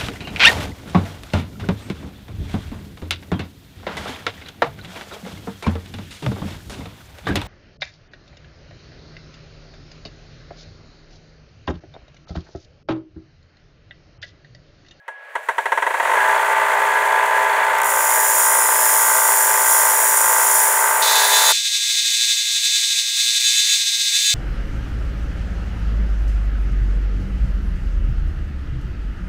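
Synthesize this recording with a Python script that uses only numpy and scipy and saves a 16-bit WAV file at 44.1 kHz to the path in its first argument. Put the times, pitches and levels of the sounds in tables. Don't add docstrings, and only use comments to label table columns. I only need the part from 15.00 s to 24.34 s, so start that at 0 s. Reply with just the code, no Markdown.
import sys
import numpy as np
from scipy import signal
from scipy.fft import rfft, irfft, next_fast_len
from scipy.io import wavfile
from scipy.ndimage import uniform_filter1d

SR = 44100
rng = np.random.default_rng(int(sys.argv[2]) if len(sys.argv) > 2 else 0)


def field_ratio(decibels):
    return 10 ** (np.asarray(decibels, dtype=float) / 20)


def wav_out(sig):
    wavfile.write(sys.argv[1], SR, np.round(np.clip(np.atleast_2d(sig).T, -1, 1) * 32767).astype(np.int16))


N = 411894
T = np.arange(N) / SR
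FREE_HZ, MAINS_HZ = 59.04, 60


def noise():
    return rng.standard_normal(N)


def evened(x):
    return x / np.sqrt(np.mean(x ** 2) + 1e-20)


def drift(hz):
    knots = np.arange(0, N / SR + 1, .5 / hz)
    return evened(np.interp(T, knots, rng.standard_normal(len(knots))))


def impulses(events):
    out = np.zeros(N)
    for s, db in events:
        out[round(s * SR)] = field_ratio(db)
    return out


def colour(x, points, faster=1):
    hz, db = np.transpose(points)
    size, length = 16384, 4096
    bins_hz = abs(np.fft.fftfreq(size, 1 / SR))
    gain_db = np.interp(np.log(bins_hz + 1), np.log(hz * faster), np.maximum(db, -90))
    log_gain = gain_db * np.log(10) / 20
    phase = -signal.hilbert(log_gain).imag
    fade = np.hanning(2 * length)[length:]
    taps = np.fft.ifft(np.exp(log_gain + 1j * phase)).real[:length] * fade
    return signal.oaconvolve(x, taps / np.linalg.norm(taps))[:N]


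def resonate(x, hz, width):
    r = np.exp(-np.pi * width / SR)
    pole = r * np.exp(2j * np.pi * min(hz, .49 * SR) / SR)
    return 2 * signal.lfilter([1 - r], [1, -pole], x).real


def low_cut(x, hz):
    return signal.sosfilt(signal.butter(3, hz, "high", fs=SR, output="sos"), x)


# (frequency [Hz], level [dB])
FRAME_TREBLE = [(2300, -26), (3500, -29.5), (4200, -44), (8000, -38), (16000, -79)]


def frame(blows, orders, faster=1):
    return colour(blows, [(59 * k, db) for k, db in orders] + FRAME_TREBLE, faster)


def plate_start(blows):
    plate_hz, width_hz = 1667, 8.3
    strikes = field_ratio(-18) * blows + impulses([(0, -45)])
    ring = resonate(strikes, plate_hz, width_hz) / (2 - 2 * np.exp(-np.pi * width_hz / SR))
    since = T - START_KNOCKS[0][0]
    whine = np.sqrt(2) * np.sin(2 * np.pi * plate_hz * T + 0.5 * drift(25.4))
    whine_db = -40 - 24 * since + 1.2 * drift(20)
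    return ring + field_ratio(whine_db) * (since > 0) * whine


def gathering():
    creep_hz = 0.42
    s = np.transpose(START_KNOCKS)[0]
    midways = (s[1:] + s[:-1]) / 2
    hz = np.interp(T, np.r_[0, midways], np.r_[creep_hz, 1 / np.diff(s)])
    return np.clip(np.where(T > s[-1], FREE_HZ, hz) / FREE_HZ, 1e-3, 1)


# (time [s], peak level [dB])
START_KNOCKS = [(0.08, -19), (0.354, -10), (0.487, -6), (0.582, -6.5), (0.657, -6.5), (0.72, -5),
                (0.775, -6.5), (0.823, -6), (0.866, -7), (0.905, -11), (0.941, -8.5), (0.971, -22),
                (0.999, -6.5), (1.027, -12.5), (1.05, -7.5), (1.073, -9), (1.095, -8), (1.115, -7.5),
                (1.135, -8.5)]
# (frequency [Hz], density [dB per Hz])
KNOCK_SPECTRUM = [(120, -50), (200, -40), (596, -5.5), (798, -7.5), (974, 1), (1300, -19), (1680, -7),
                  (2960, -22.5), (3680, -26.5), (4500, -36), (4920, -66), (5490, -35.5), (8200, -33.5),
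                  (9480, -31.5), (15500, -61)]
# (frequency [Hz], density [dB per Hz])
RATTLE_SPECTRUM = [(35, -117), (60, -62), (306, -32.5), (411, -23), (459, -13.5), (653, -7), (716, -12.5),
                   (894, -6.5), (1020, -15), (1100, -4), (1200, -21.5), (1270, -12.5), (1680, -7.5),
                   (2300, -14), (5000, -37.5), (6500, -41), (11000, -120)]
# (frequency [Hz], density [dB per Hz])
BELT_SPECTRUM = [(2350, -23), (4000, -1), (4510, -3.5), (4780, -3), (5260, -6), (6660, 4), (7990, 5),
                 (8560, 0.5), (9170, 7), (10700, -0.5), (13100, 0), (14100, -11), (14900, 2), (15700, -8)]
# (multiple of 59 Hz [1], level [dB])
FRAME_LOADED = [(1, -61), (2, -56), (3, -42), (4, -42.5), (5, -29.5), (6, -32), (7, -11), (8, -27.5),
                (9, -10.5), (10, -18), (11, -10), (12, -16), (13, -9), (14, -14.5), (15, 4.5), (16, 2),
                (17, -1.5), (18, 0.5), (19, -14), (20, -0.5), (21, -5.5), (22, -7), (23, -11.5), (24, -1.5),
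                (25, -14.5), (26, -4), (27, 0.5), (28, -1.5), (29, -50), (30, -21.5), (31, -11.5),
                (32, -14), (33, -6), (34, -4), (35, -15), (36, -9.5)]


def spin_up():
    speed = gathering()
    decades = np.log10(speed)
    blows = impulses(START_KNOCKS)
    t = np.arange(700) / SR
    chatter = 0.65 * rng.standard_normal(len(t)) * np.exp(-t / 0.011)
    chatter *= rng.random(len(t)) < .03
    chatter[[0, 130, 370]] = .8, -.6, .9
    bounced = signal.oaconvolve(blows, chatter)[:N]
    knocks = field_ratio(1.5) * colour(bounced, KNOCK_SPECTRUM)
    knocks += field_ratio(10) * frame(bounced, FRAME_LOADED)
    decay = np.exp(-np.arange(4000) / SR / 0.027)
    tail = signal.oaconvolve(blows, decay)[:N] * noise()
    knocks += field_ratio(-15) * colour(tail, KNOCK_SPECTRUM)
    knocks += field_ratio(-16) * colour(blows, BELT_SPECTRUM)

    rattle_db = -23 + 18.5 * decades
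    rattle = field_ratio(rattle_db) * evened(colour(noise(), RATTLE_SPECTRUM))
    handed_over = np.clip((1.16 - T) / 0.061, 0, 1)
    belt_db = -36 + 21 * decades - 6 * pressure() + drift(40)
    belt = field_ratio(belt_db) * evened(colour(noise(), BELT_SPECTRUM))
    belt *= np.clip(speed / .13, 0, 1) ** 2
    return knocks + handed_over * (rattle + plate_start(blows)) + belt


def spread(blows, faster):
    size = next_fast_len(N)
    hz = np.fft.rfftfreq(size, 1 / SR) / faster
    lag = 3.6 * np.sin(2 * np.pi * (hz - 950) / 1300)
    lag += .45 * np.sin(2 * np.pi * (hz - 945) / 330)
    return irfft(rfft(blows, size) * np.exp(-1j * lag), size)[:N]


# (multiple of 59 Hz [1], level [dB])
FRAME_FREE = [(1, -63), (2, -46.5), (3, -41), (4, -41.5), (5, -37.5), (6, -27), (7, -10), (8, -18.5),
              (9, -22.5), (10, -20.5), (11, -4.5), (12, -32.5), (13, -8), (14, -13.5), (15, 4.5), (16, -5),
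              (17, 4), (18, -11), (19, -36), (20, -5.5), (21, -11), (22, -40), (23, -9), (24, -13.5),
              (25, -18.5), (26, -4), (27, -12), (28, 6.5), (29, -18), (30, -23), (31, 1), (32, -30),
              (33, -17), (34, -5.5), (35, -19.5), (36, -12)]


def machine(wheel_hz, load, faster, plate_db, throb_db, rattle_db):
    turns = np.cumsum(wheel_hz) / SR
    mains_hz = MAINS_HZ * faster
    slip = 4 * np.pi * (mains_hz * T - turns)
    alternation_db = field_ratio(rattle_db) * .8 * drift(3 * faster) * np.cos(np.pi * turns)
    strength = field_ratio(.5 * noise() + alternation_db)
    landed = np.diff(np.floor(turns), prepend=0) * strength
    landed *= field_ratio(throb_db * np.cos(slip + 2.8))
    late = np.clip(turns % 1 / (wheel_hz / SR + 1e-9), 0, 1)
    blows = spread(landed * (1 - late) + np.roll(landed * late, -1), faster)
    load = np.clip(load + 0.38 * np.cos(slip + 0.22), 0, 1)
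    knocks = (1 - load) * evened(frame(blows, FRAME_FREE, faster))
    knocks += load * evened(frame(blows, FRAME_LOADED, faster))

    shaken = (5.7 + np.exp(-(turns % 1) / 5.3)) * field_ratio(0.52 * drift(12 * faster)) * noise()
    rattle = field_ratio(-7) * evened(colour(shaken, RATTLE_SPECTRUM, faster))
    rattle += field_ratio(-14) * evened(frame(shaken, FRAME_LOADED, faster))
    plate = evened(resonate(shaken, 1673 * faster, 14 * faster))
    plate *= 1 - load
    hum = np.cos(4 * np.pi * mains_hz * T) + 1.3 * np.cos(6 * np.pi * mains_hz * T)
    hum *= field_ratio(-55.5 + 2.7 * drift(4 * faster))
    return evened(knocks) + field_ratio(rattle_db) * rattle + field_ratio(plate_db) * plate + hum


# (frequency [Hz], width [Hz], level [dB])
GUARD_MODES = [(3420, 60, -48), (4400, 60, -52)]


def guard(wheel_hz):
    uneven_db = 1.5 * noise() + 2.5 * drift(3)
    pings = np.diff(np.floor(np.cumsum(wheel_hz) / SR / 2), prepend=0) * field_ratio(uneven_db)
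    return sum(field_ratio(db) * evened(resonate(pings, hz, width)) for hz, width, db in GUARD_MODES)


def running():
    settle_s, sag_hz = .045, .55
    press = pressure()
    last_s = START_KNOCKS[-1][0]
    since = T - last_s
    short_hz = FREE_HZ - 1 / (last_s - START_KNOCKS[-2][0])
    wheel_hz = FREE_HZ - short_hz * np.exp(-abs(since) / settle_s) - sag_hz * press
    wheel_hz = wheel_hz * (1 + .001 * drift(4)) * (since > 0)
    load = 0.24 + (0.76 - 0.24) * press
    rattle_db = 1.96 - 0.68 * press
    sound = machine(wheel_hz, load, faster=0.99, plate_db=-10, throb_db=-0.24, rattle_db=rattle_db)
    level_db = -18 - 3 * press + 0.25 * drift(6.5)
    fade_in = np.clip((T - 1.13) / 0.02, 0, 1)
    return field_ratio(level_db) * fade_in * sound + field_ratio(-8 * press) * guard(wheel_hz)


def looped(x, keep):
    loop_hz, creep = 23.37, .004
    size = round(SR / loop_hz)
    loops = np.resize(x, (N // size + 1, size))
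    worn = signal.lfilter([1], [1, -np.clip(keep, 0, .95)], loops, axis=0).ravel()
    place = np.cumsum(1 + creep * drift(2.5))
    return evened(worn[np.round(place).astype(int) % N])


def pressure():
    s, db = np.transpose(GRINDING)
    return field_ratio(np.interp(T, s, db) + 15) * (T > s[0])


# (time [s], grinding level [dB])
GRINDING = [(2.84, -29), (2.9, -22.5), (3.09, -18), (3.44, -16), (3.69, -17.5), (3.86, -15), (4.58, -16.5),
            (4.72, -14), (4.93, -16.5), (5.05, -15), (5.38, -16), (5.55, -14), (5.94, -20.5), (6.51, -18.5)]
# (time [s], peak level [dB])
FIRST_SKIPS = [(2.7681, -37), (2.7851, -11), (2.802, -15), (2.817, -4), (2.8334, -7), (2.8444, -6),
               (2.8594, -5), (2.8686, -8), (2.8804, -11), (2.8924, -9), (2.9034, -6)]
# (frequency [Hz], width [Hz], level [dB])
SHANK_MODES = [(4530, 49, -10), (5214, 164, -6), (5770, 94, 1), (6150, 63, -2), (7050, 540, 5),
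               (8050, 180, -7), (9280, 170, 9.5), (10100, 240, -3), (10070, 120, -4.5), (10970, 350, 5),
               (12240, 400, -11), (12800, 460, 0), (13650, 460, -3.5), (14860, 820, 2)]
# (frequency [Hz], density [dB per Hz])
GRIT_SPECTRUM = [(2000, -56), (3200, -13.5), (4200, -21), (6500, -8.5), (8500, 0), (12000, -3.5),
                 (14200, -10), (16000, -28.5)]


def grinding():
    skip_hz = 114.3
    s, db = np.transpose(GRINDING)
    level_db = np.interp(T, s, db)
    bumps_db = 0.54 * looped(drift(150), 0.25) + 0.24 * drift(10)
    skips_db = 1.33 * np.cos(2 * np.pi * skip_hz * T + 1.5 * drift(3.5))
    grains = field_ratio(2 * np.minimum(rng.exponential(1, N), 4)) * noise()
    scrape = evened(looped(grains, 0.86) * field_ratio(bumps_db + skips_db))
    scrape *= field_ratio(level_db) * (T > s[0])
    skip_decay = np.exp(-np.arange(400) / 70)
    scrape += field_ratio(-9) * signal.oaconvolve(impulses(FIRST_SKIPS), skip_decay)[:N] * noise()
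    hz = np.arange(500, 20000, 20.)
    modes = sum(field_ratio(2 * db) / (1 + (2 * (hz - f) / width) ** 2) ** 1.39 for f, width, db in SHANK_MODES)
    grit_hz, grit_db = np.transpose(GRIT_SPECTRUM)
    grit = field_ratio(2 * np.interp(np.log(hz), np.log(grit_hz), grit_db))
    spectrum = np.transpose([hz, 10 * np.log10(modes + grit)])
    return low_cut(colour(scrape, spectrum), 1300)


# (frequency [Hz], width [Hz])
ECHO_GAPS = [(4240, 110), (4910, 67), (5450, 120), (5970, 70), (6350, 130), (7500, 50), (7800, 49),
             (8950, 40), (10130, 36), (11350, 68)]


def cancelled(x):
    depth = .65 * np.clip(2 * pressure(), 0, 1)
    for hz, width in ECHO_GAPS:
        x = x - depth * resonate(x, hz, width)
    return x


# (time [s], pressure 0-1.3 [1])
HAND_GRIPS = [
    (6.02, .7),
    (6.3, .2),
    (6.56, .8),
    (7.1, .6),
    (7.82, .9),
    (8.15, .65),
    (8.42, .15),
    (8.77, 1.2),
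    (9.13, .15),
]


def grip():
    s, press = np.transpose(HAND_GRIPS)
    steps = press[np.maximum(np.searchsorted(s, T) - 1, 0)]
    return uniform_filter1d(steps, size=round(.06 * SR))


# (time [s], drop [dB], length [s])
LEVEL_DIPS = [(6.08, 0.5, 0.064), (6.282, 4, 0.024), (6.615, 3.5, .04), (6.704, 3, 0.027),
              (6.807, 3, 0.028), (7.433, 3, 0.064), (7.493, 2, .02), (7.61, 3, .03), (8.056, 4.5, 0.029),
              (8.125, 4, .02), (8.393, 4, 0.007), (8.85, 1.5, 0.012), (8.985, 1.5, 0.012)]
# (frequency [Hz], density [dB per Hz])
FAST_HISS_SPECTRUM = [(4410, -23.5), (7500, 13), (8140, 7.5), (9330, 2), (11100, -28), (14300, 4),
                      (15500, -11)]


def fast_stretch():
    press = grip()
    wheel_hz = (236.6 - 3.8 * press) * (1 + .0025 * drift(25))
    load = 0.54 + (1 - 0.54) * press
    level_db = -18 - 1.5 * press
    for s, drop_db, length in LEVEL_DIPS:
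        level_db = level_db - drop_db * np.exp(-((T - s) / length) ** 2)
    rattle_db = 1.5 - 2 * press
    sound = machine(wheel_hz, load, faster=4, plate_db=-9, throb_db=2.5, rattle_db=rattle_db)
    hiss_db = level_db - 13.5 + 0.94 * drift(60) + 1.2 * drift(15)
    hiss = field_ratio(hiss_db) * colour(noise(), FAST_HISS_SPECTRUM)
    return field_ratio(level_db + 0.23 * drift(14)) * sound + hiss


def bump():
    return signal.oaconvolve(impulses([(7.142, -64)]), np.hanning(60))[:N]


def scene():
    fast_from, slow_until, cut_s = 6.021, 6.523, .001
    slow = low_cut(cancelled(spin_up() + running() + grinding()), 86)
    slow *= np.clip((slow_until - T) / cut_s, 0, 1)
    fast = low_cut(fast_stretch(), 420)
    fast *= np.clip((T - fast_from) / cut_s, 0, 1)
    hiss = field_ratio(-82) * noise()
    return (slow + fast + bump() + hiss)[None]


def band_limit(x):
    return signal.sosfilt(signal.butter(12, 16460, fs=SR, output="sos"), x)


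def record(dry):
    ceiling, edge_hz = .93, 15770
    limited = dry / (1 + (dry / ceiling) ** 6) ** (1 / 6)
    edge = signal.firwin(2047, edge_hz, window=("kaiser", 9), fs=SR)
    mix = signal.oaconvolve(limited, edge[None], "same")
    return band_limit(mix)


dry = scene()
out = record(dry)
wav_out(out)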